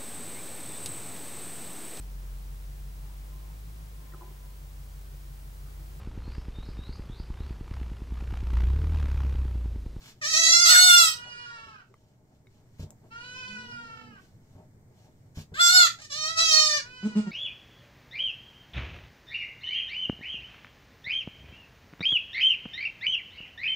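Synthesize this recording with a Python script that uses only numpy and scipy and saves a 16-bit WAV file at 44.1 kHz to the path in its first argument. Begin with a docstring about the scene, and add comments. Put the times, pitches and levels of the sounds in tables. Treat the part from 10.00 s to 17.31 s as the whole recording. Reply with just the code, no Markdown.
"""Two newborn goat kids bleat in turn, a couple of metres away in a plywood pen bedded with straw.
Other goats answer from further off; the mother shifts in the straw and ends with three soft,
closed-mouth grunts. Each voice is the uneven buzz of vocal folds plus breath noise, shaped by a throat.
The walls add close echoes and a short fading tail, over a low rumble and a faint hiss."""
import sys
import numpy as np
from scipy import signal
from scipy.fft import rfft, irfft, next_fast_len
from scipy.io import wavfile
from scipy.ndimage import uniform_filter1d, minimum_filter1d, map_coordinates

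SR = 44100
rng = np.random.default_rng(int(sys.argv[2]) if len(sys.argv) > 2 else 0)


def wrap_up_sound(samples):
    """Save the sound to the file named by the first command line argument, as 16-bit audio."""
    columns = np.atleast_2d(samples).T
    # keep every value between -1 and 1, then stretch to whole-number steps
    tamed = np.clip(columns, -1, 1)
    steps = np.round(tamed * 32767).astype(np.int16)
    wavfile.write(sys.argv[1], SR, steps)


N = 322371
TIME = np.arange(N) / SR

# how the throats of a grown goat and of the thin-voiced kid shape the sound (frequency [Hz], gain [dB])
ADULT_THROAT = [(100, -13), (205, 1), (420, -16), (620, -26.5), (850, -27), (3000, -50)]
THIN_THROAT = [(400, -27), (650, -16), (950, -25.5), (1350, -5.5), (2000, -3), (2600, -10), (4100, -3.5),
               (6500, -0.5), (8100, -7.5), (10500, -19), (14800, -30.5)]


def undb(db):
    """Turn decibels into a gain."""
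    return 10 ** (np.asarray(db) / 20)


def unit(x):
    """Scale a sound to an average (rms) level of 1."""
    return x / np.sqrt(np.mean(x ** 2) + 1e-20)


def colour(x, points):
    """Shape the tone along a curve of (frequency [Hz], gain [dB]) points."""
    size = next_fast_len(x.shape[-1] + 4096)
    size += size % 2
    hz, db = np.transpose(points)
    curve_db = np.interp(np.log(np.fft.rfftfreq(size, 1 / SR) + 1), np.log(hz), db)
    cepstrum = irfft(np.log(undb(curve_db)))
    # make the filter ring only after a sound, never before it
    cepstrum[1:size // 2] *= 2
    cepstrum[size // 2 + 1:] = 0
    return irfft(rfft(x, size) * np.exp(rfft(cepstrum)))[..., :x.shape[-1]]


def band(x, hz, kind, order=4):
    """Keep the lows, the highs or a band between."""
    return signal.sosfilt(signal.butter(order, hz, kind, fs=SR, output="sos"), x)


def wander(size, rate):
    """A smooth random curve, roughly -1 to 1, that changes about rate times a second."""
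    steps = np.arange(size) * rate / SR
    return map_coordinates(rng.standard_normal(size // 10 + 8), [steps + 2], order=3, mode="wrap")


def add(track, start, sound):
    """Mix a sound into a track at a start time in seconds."""
    i = max(int(start * SR), 0)
    track[i:i + len(sound)] += sound[:N - i]


def pan(db):
    """Left and right gains that make the left louder by db."""
    return undb(np.array([[db], [-db]]) / 2)


def pen(x, tail_db, t60, lag_ms, echo_db=0, build_s=0.00095):
    """Sound and wall echoes reach the left ear first; a tail follows, fading 60 dB in t60 seconds."""
    # echoes off the walls (delay [ms], level [dB])
    echoes = [(2.301, -15), (7.6, -20)]
    t = TIME[:SR // 2]
    early = np.zeros((2, len(t)))
    early[0, 0] = early[1, int(lag_ms * SR / 1000)] = 1
    for ms, db in echoes:
        for ear in (0, 1):
            early[ear, int((ms + ear * lag_ms) * SR / 1000)] += undb(db + echo_db)
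    mid, side = rng.standard_normal((2, len(t)))
    side = band(side, 890, "high", order=1)  # both ears get nearly the same bass
    tail = np.array([mid + side, mid - side]) * undb(-60 * t / t60) * (1 - np.exp(-t / build_s))
    tail = colour(tail / np.sqrt(np.sum(tail ** 2) / 2), [(1500, 0.5), (4500, 6.0), (12000, 1.0)])
    return signal.fftconvolve(x[None], early + undb(tail_db) * tail, axes=1)[:, :N]


def background(level_db=-58.5, sway_db=2):
    """A low rumble, alike in both ears, under a faint wide hiss."""
    # tone of the rumble and hiss (frequency [Hz], gain [dB])
    tone = [(20, -5.5), (49, -13.5), (119, 1), (180, -8), (1200, -35.5), (2210, -37), (2760, -51.5),
            (8200, -41.5), (9800, -54), (12500, -47)]
    mid, side = rng.standard_normal((2, N))
    side = colour(side, [(70, -21.0), (1500, 2.0)])
    noise = unit(colour(np.array([mid + side, mid - side]), tone))
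    return undb(level_db + sway_db * wander(N, 1.0)) * noise


def shuffles(idle_db=-69, patchy_db=5, half_s=0.022):
    """Legs shift in the packed bedding: dull scrapes in three bands that each come and go."""
    # leg movements (middle time [s], level [dB])
    moves = [(1.26, -57.5), (3.04, -61), (4.6, -60.5), (5.079, -59.5)]
    stir = undb(idle_db) + sum(undb(db) * np.exp(-((TIME - s) / half_s) ** 2) for s, db in moves)
    scrape = np.zeros(N)
    for hz in (170, 310, 520):
        patches = undb(patchy_db * wander(N, 22))
        scrape += patches * unit(band(rng.standard_normal(N), [hz, 1.6 * hz], "band", order=2))
    return stir * unit(scrape)


def straw(grain_db=4.0, idle_db=-81, fitful_db=4):
    """Stalks rub together in a mass of tiny clicks."""
    # rustles (start [s], length [s], level [dB])
    rustles = [(0, 0.13, -56.5), (2.784, 0.061, -59), (5.346, 0.086, -54.5)]
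    stir = undb(idle_db + fitful_db * wander(N, 9))
    for s, length, db in rustles:
        stir += undb(db) * np.sqrt(np.sin(np.pi * np.clip((TIME - s) / length, 0, 1)) + 1e-12)
    grains = rng.standard_normal(N) * undb(grain_db * wander(N, 1000))
    return stir * unit(colour(grains, [(4200, -2), (7500, -4.5), (9700, -12.5)]))


def snaps(overtone=1.71, overtone_db=-7, crack_db=-15):
    """A breaking stalk ticks with two fast-fading tones and a little noise."""
    # breaking stalks (time [s], level [dB], pitch [Hz], time to fade 60 dB [s])
    stalks = [(1.941, -45.5, 1193, 0.016), (2.47, -52.5, 2195, 0.021), (2.906, -33.5, 7440, 0.0034)]
    track, t = np.zeros(N), TIME[:SR // 20]
    for s, db, hz, t60 in stalks:
        ring = np.sin(2 * np.pi * hz * t) + undb(overtone_db) * np.sin(2 * np.pi * overtone * hz * t)
        crack = undb(crack_db) * rng.standard_normal(len(t))
        add(track, s, undb(db - 60 * t / t60) * (ring + crack))
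    return track


def thuds(push_s=0.0032, scuff_db=-27, scuff_t60=0.15):
    """A soft blow sets the bedded floor ringing and scuffs the straw; even light steps scuff."""
    # the mother's steps (time [s], level [dB])
    steps = [(1.662, -49.5), (2.795, -31), (2.829, -33), (4.551, -44), (4.581, -48), (5.372, -29.5),
             (5.518, -38)]
    # tones of the floor (pitch [Hz], level [dB], time to fade 60 dB [s])
    floor_tones = [(61.4, -0.5, 0.16), (91, 8.5, 0.067), (153, 4, 0.098), (220, -2.5, 0.19)]
    track, t = np.zeros(N), TIME[:SR // 3]
    for s, db in steps:
        ring = np.zeros(len(t))
        for hz, tone_db, t60 in floor_tones:
            detune = 1 + 0.022 * rng.standard_normal()
            ring += np.sin(2 * np.pi * hz * detune * t) * undb(tone_db - 60 * t / t60)
        ring *= 1 - np.exp(-t / push_s)
        scuff = band(rng.standard_normal(len(t)) * undb(-60 * t / scuff_t60), [220, 600], "band", 2)
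        add(track, s, undb(db) * ring / np.abs(ring).max())
        add(track, s, undb(scuff_db + db / 2) * scuff / np.abs(scuff).max())
    return track


def mouth_boost_db(hz, t, glides, peak_db=6.5, width_hz=330):
    """Tongue and lips slide two resonances about; each boosts the harmonics it passes."""
    if not len(glides):
        return 0
    s, *centres = np.transpose(glides)
    return peak_db * sum(1 / (1 + ((hz - np.interp(t, s, c)) / width_hz) ** 2) for c in centres)


def voice(calls, throat, jitter, air_db, shimmer_db, quaver, flutter_db=2, edge_s=0.0033,
          split_hz=2450, glides=(), harmonics=24):
    """Vocal folds buzz unevenly and puff air; each call sets its loudness, brightness and roughness."""
    # band where the breath rasps (lowest [harmonic number], highest [harmonic number])
    rasp_band = [5, 12.5]
    track = np.zeros(N)
    for call in calls:
        # (time [s], pitch [Hz], bass level [dB], treble over bass [dB], roughness [0-1])
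        s, *columns = np.transpose(call)
        t = np.arange(s[0], s[-1], 1 / SR)
        hz, db, treble_db, rough = (np.interp(t, s, c) for c in columns)
        rough = np.clip(rough, 0, 1)
        # jitter shakes the pitch fast, quaver more slowly; shimmer shakes the level
        uneven, shimmer = wander(len(t), 330), wander(len(t), 150)
        hz = uniform_filter1d(hz, SR // 80) * (1 + quaver * wander(len(t), 45) + jitter * rough * uneven)
        phase = 2 * np.pi * np.cumsum(hz) / SR
        folds = np.zeros(len(t))
        for k in range(1, harmonics + 1):
            # tongue, lips and head keep moving, so each upper harmonic swells and fades
            swell_db = flutter_db * (k > 2) * wander(len(t), 17.9)
            folds += np.cos(k * phase) * undb(swell_db + mouth_boost_db(k * hz, t, glides))
        folds = unit(folds) * undb(shimmer_db * rough * shimmer)
        puffs = rng.standard_normal(len(t)) * (1 + np.cos(phase))
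        air = unit(band(puffs, np.multiply(rasp_band, hz.mean()), "band", order=3))
        sound = colour(folds + undb(air_db) * rough * air, throat)
        bass = unit(band(sound, split_hz, "low", order=8))
        treble = unit(band(sound, split_hz, "high", order=8))
        fades = np.clip(np.minimum(t - s[0], s[-1] - t) / edge_s, 0, 1)
        add(track, s[0], (bass + undb(treble_db) * treble) * undb(db) * fades)
    return track


def arches(calls, treble_db, rough, rise_db, fall_db, bend=1.3, fray_db=18, drop=0, drop_s=.1,
           dulling=.2):
    """Plan calls that glide through three pitches; a weaker voice is also duller and rougher."""
    plans = []
    for start, rise_s, fall_s, first_hz, middle_hz, last_hz, db in calls:
        t = np.arange(0, rise_s + fall_s, 1 / 500)
        rising = np.clip(1 - t / rise_s, 0, 1) ** 2
        falling = np.clip((t - rise_s) / fall_s, 0, 1)
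        hz = middle_hz + (first_hz - middle_hz) * rising + (last_hz - middle_hz) * falling ** bend
        hz *= 1 - drop * np.clip(1 - (t[-1] - t) / drop_s, 0, 1) ** 2  # sag at the very end
        effort_db = rise_db * rising + fall_db * falling ** 1.69
        plans.append(np.transpose(
            [start + t, hz, db + effort_db, treble_db + dulling * effort_db, rough - effort_db / fray_db]
        ))
    return plans


def herd():
    """Goats bleat from other pens, and a distant adult gives one low call."""
    # far calls (start [s], rise [s], fall [s], first, middle and last pitch [Hz], level [dB])
    bleats = [(.62, .8, .42, 488, 480, 410, -45), (3.1, .29, .82, 440, 508, 415, -41.5),
              (6.79, .19, .6, 470, 504, 410, -47), (1.05, .6, .22, 590, 563, 460, -55)]
    low_call = [(3.43, .5, 0.258, 183.8, 247.6, 204.3, -47.5)]
    # the bleating goats' throat (frequency [Hz], gain [dB])
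    throat = [(450, -22), (980, -8), (1500, 3.5), (2050, -15.5), (3000, -6), (3450, -19), (4500, -13),
              (12000, -39)]
    plans = arches(bleats, treble_db=-8, rough=0.24, rise_db=-6, fall_db=-12.5,
                   drop=0.13, drop_s=0.16, dulling=1.0)
    high = voice(plans, throat, jitter=0.016, air_db=-16.5, shimmer_db=4, quaver=0.0054,
                 edge_s=0.023, harmonics=20)
    plans = arches(low_call, treble_db=-41.5, rough=0.31, rise_db=-7, fall_db=-5.5, bend=2.64)
    low = voice(plans, ADULT_THROAT, jitter=0.029, air_db=-15.5, shimmer_db=6.5, quaver=0.0106,
                edge_s=0.071, harmonics=14)
    return high + low


def mother():
    """The mother grunts three times, low and muffled by her closed mouth."""
    # grunts (start [s], rise [s], fall [s], first, middle and last pitch [Hz], level [dB])
    grunts = [(7.024, 0.043, 0.012, 165.5, 215.5, 204, -29.5),
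              (7.148, 0.027, 0.034, 189, 213.7, 207, -25.5), (7.262, 0.012, 0.023, 196, 189, 159, -34.5)]
    plans = arches(grunts, treble_db=-27, rough=0.25, rise_db=-11, fall_db=-11)
    return voice(plans, ADULT_THROAT, jitter=0.055, air_db=-6, shimmer_db=4, quaver=0.012, harmonics=40)


def whimper():
    """A kid gives one short, breathy whimper."""
    # the call (start [s], rise [s], fall [s], first, middle and last pitch [Hz], level [dB])
    call = [(5.985, 0.039, 0.039, 499, 625, 587, -54)]
    plans = arches(call, treble_db=1.5, rough=0.88, rise_db=-4.5, fall_db=6)
    return voice(plans, THIN_THROAT, jitter=.012, air_db=-7, shimmer_db=7, quaver=0.0098)


def bleat(pitch, effort, glides, throat, jitter, edge_s=.006):
    """One close bleat: a kid's voice follows curves of pitch, loudness, brightness and roughness."""
    pitch_s, hz = np.transpose(pitch)
    effort_s, *columns = np.transpose(effort)
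    t = np.union1d(pitch_s, effort_s)
    plan = np.transpose([t, np.interp(t, pitch_s, hz)] + [np.interp(t, effort_s, c) for c in columns])
    return voice([plan], throat, jitter, air_db=-13.5, shimmer_db=2.3, quaver=.0028, flutter_db=1.8,
                 edge_s=edge_s, glides=glides, harmonics=27)


def thin_kid(jitter=.012):
    """The thin-voiced kid cries out, then later bleats more softly with its mouth held differently."""
    # pitch of each bleat (time [s], pitch [Hz])
    first_pitch = [(.212, 643), (.238, 570), (.28, 647), (.308, 660.5), (.345, 606.4), (.366, 652.4),
                   (.402, 665), (.452, 650), (.49, 669.8), (.61, 702.6), (.675, 686), (.73, 607), (.8, 409)]
    later_pitch = [(6.095, 603), (6.117, 561.6), (6.18, 625.5), (6.228, 610), (6.31, 656.2), (6.365, 642.4),
                   (6.42, 664.2), (6.503, 634.8), (6.77, 593.6), (6.81, 521)]
    # effort (time [s], bass level [dB], treble over bass [dB], roughness [0 smooth, 1 or more rough])
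    first_effort = [(.212, -37.5, -6, 1.1), (.245, -31, -2, 0.5), (.305, -41, 10.5, 0.2),
                    (.36, -25.5, 3, 0.94), (0.409, -27.5, 3.5, 0.24), (.46, -27, 6.5, 0.88),
                    (.53, -28, 7.5, .4), (0.634, -30, 8.5, 0.02), (.73, -28, 2, .6), (.8, -38, -4.5, 0.8)]
    later_effort = [(6.093, -41.5, 5.5, 0.63), (6.2, -44, 8.5, .15), (6.26, -35.5, 5, 0.17),
                    (6.357, -42.5, -1.5, 0.52), (6.387, -28.5, 7.5, 0.84), (6.468, -37.5, 13.5, 0.2),
                    (6.52, -31, 12.5, .5), (6.768, -31.5, 2.5, 0.23), (6.811, -37.5, -9, 0.65)]
    # sliding mouth resonances (time [s], middle one [Hz], upper one [Hz])
    first_glides = [(0.382, 3950, 5890), (.46, 3950, 6674), (.53, 4080, 5450), (.61, 4900, 6300)]
    later_glides = [(6.431, 4050, 5520), (6.6, 4500, 5630)]
    # the lowest mouth resonance (low edge [Hz], high edge [Hz])
    mouth_band = [1167, 1600]
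    # its strength in the first bleat (time [s], gain [dB])
    mouth_lift = [(.34, -1), (.41, -10), (.46, -9), (.53, 4.5), (.62, 5.5)]
    # tone change from the later mouth shape (frequency [Hz], gain [dB])
    later_mouth = [(1300, 5), (1900, -3), (3200, 1), (9000, -5.5)]
    first = bleat(first_pitch, first_effort, first_glides, THIN_THROAT, jitter)
    lift = undb(np.interp(TIME, *np.transpose(mouth_lift)))
    first += (lift - 1) * band(first, mouth_band, "band", order=1)
    later = bleat(later_pitch, later_effort, later_glides, THIN_THROAT, jitter, edge_s=.035)
    return first + colour(later, later_mouth)


def full_kid(jitter=.009):
    """The louder, full-voiced kid cries out; its later bleat starts softly, with a new mouth shape."""
    # its throat (frequency [Hz], gain [dB])
    throat = [(400, -40.5), (700, -23.5), (1000, -24.5), (1400, 0), (2100, -15), (3600, -5.5), (7100, -9.5),
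              (7950, -1.5), (9400, -19.5), (11000, -13), (15200, -23.5)]
    # pitch of each bleat (time [s], pitch [Hz])
    first_pitch = [(.652, 611), (.7, 732), (.748, 713.8), (.856, 728.8), (.906, 706.7), (.984, 696.3),
                   (1.074, 636.6), (1.14, 633)]
    later_pitch = [(5.54, 499.3), (5.582, 623.3), (5.6, 701.6), (5.612, 694.6), (5.688, 699.6),
                   (5.7, 712.2), (5.736, 736), (5.785, 720.5), (5.856, 661.5), (5.878, 566)]
    # effort (time [s], bass level [dB], treble over bass [dB], roughness [0-1])
    first_effort = [(.652, -29.5, 4.5, 0.97), (0.686, -25.5, 7.5, .9), (.75, -18.5, -1, .3),
                    (.93, -18.5, 0, 0.14), (1.03, -21, 1, 0.74), (1.139, -39, 0, 1)]
    later_effort = [(5.538, -45, -4.5, 0.84), (5.591, -27.5, -12.5, 0.62), (5.61, -21.5, 2.5, .05),
                    (5.681, -23, 8, .05), (5.714, -24.5, 4.5, 0.25), (5.77, -17.5, 1, 0.072),
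                    (5.849, -19, -1.5, 0.41), (5.88, -34.5, 1, 1)]
    # sliding mouth resonances (time [s], middle one [Hz], upper one [Hz])
    first_glides = [(.72, 4400, 5800), (.78, 4400, 6450), (.83, 3500, 6520), (.92, 3330, 5900),
                    (1.029, 3800, 5500)]
    later_glides = [(5.63, 3340, 7900), (5.67, 3680, 7150), (5.71, 4300, 7340), (5.79, 4370, 7500),
                    (5.828, 3480, 6530)]
    # tone change from the later mouth shape (frequency [Hz], gain [dB])
    later_mouth = [(2100, 0), (2800, -7), (4200, 0.5), (6200, -4), (7300, -1), (8200, -15.5), (11500, -5.5),
                   (14000, -13)]
    first = bleat(first_pitch, first_effort, first_glides, throat, jitter)
    later = bleat(later_pitch, later_effort, later_glides, throat, jitter)
    return first + colour(later, later_mouth)


def scene():
    """Kids close by, the mother and her straw near the middle, the herd beyond the walls."""
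    # which ear hears the kids louder (frequency [Hz], left minus right [dB])
    balance = [(700, 2), (2100, 1.5), (4000, -5), (7400, -3.5), (9200, 8), (12000, -9)]
    kids = pen(thin_kid() + full_kid() + whimper(), tail_db=-3.5, t60=0.2, lag_ms=.28)
    kids[0] = colour(kids[0], [(hz, db / 2) for hz, db in balance])
    kids[1] = colour(kids[1], [(hz, -db / 2) for hz, db in balance])
    answers = pen(herd(), tail_db=-1, t60=0.22, lag_ms=.25, echo_db=-8.5) * undb(-2.5) * pan(-2.5)
    grunts = pen(mother(), tail_db=1, t60=0.36, lag_ms=.1, echo_db=-21) * pan(1)
    bedding = pen(thuds() + straw() + shuffles(), tail_db=-2, t60=0.13, lag_ms=.18, echo_db=-6.5)
    bedding += pen(snaps(), tail_db=-13, t60=0.13, lag_ms=.05, echo_db=-16.5)
    return kids + answers + grunts + bedding + background()


def record(dry, ceiling=.95, top_hz=15600):
    """A limiter eases the level down around any peak over the ceiling; the highest treble is cut."""
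    gain = np.minimum(1, ceiling / (np.abs(dry).max(axis=0) + 1e-9))
    gain = uniform_filter1d(minimum_filter1d(gain, SR // 50), SR // 50)
    return signal.sosfilt(signal.ellip(10, .2, 80, top_hz, fs=SR, output="sos"), dry * gain)


dry = scene()
out = record(dry)
wrap_up_sound(out)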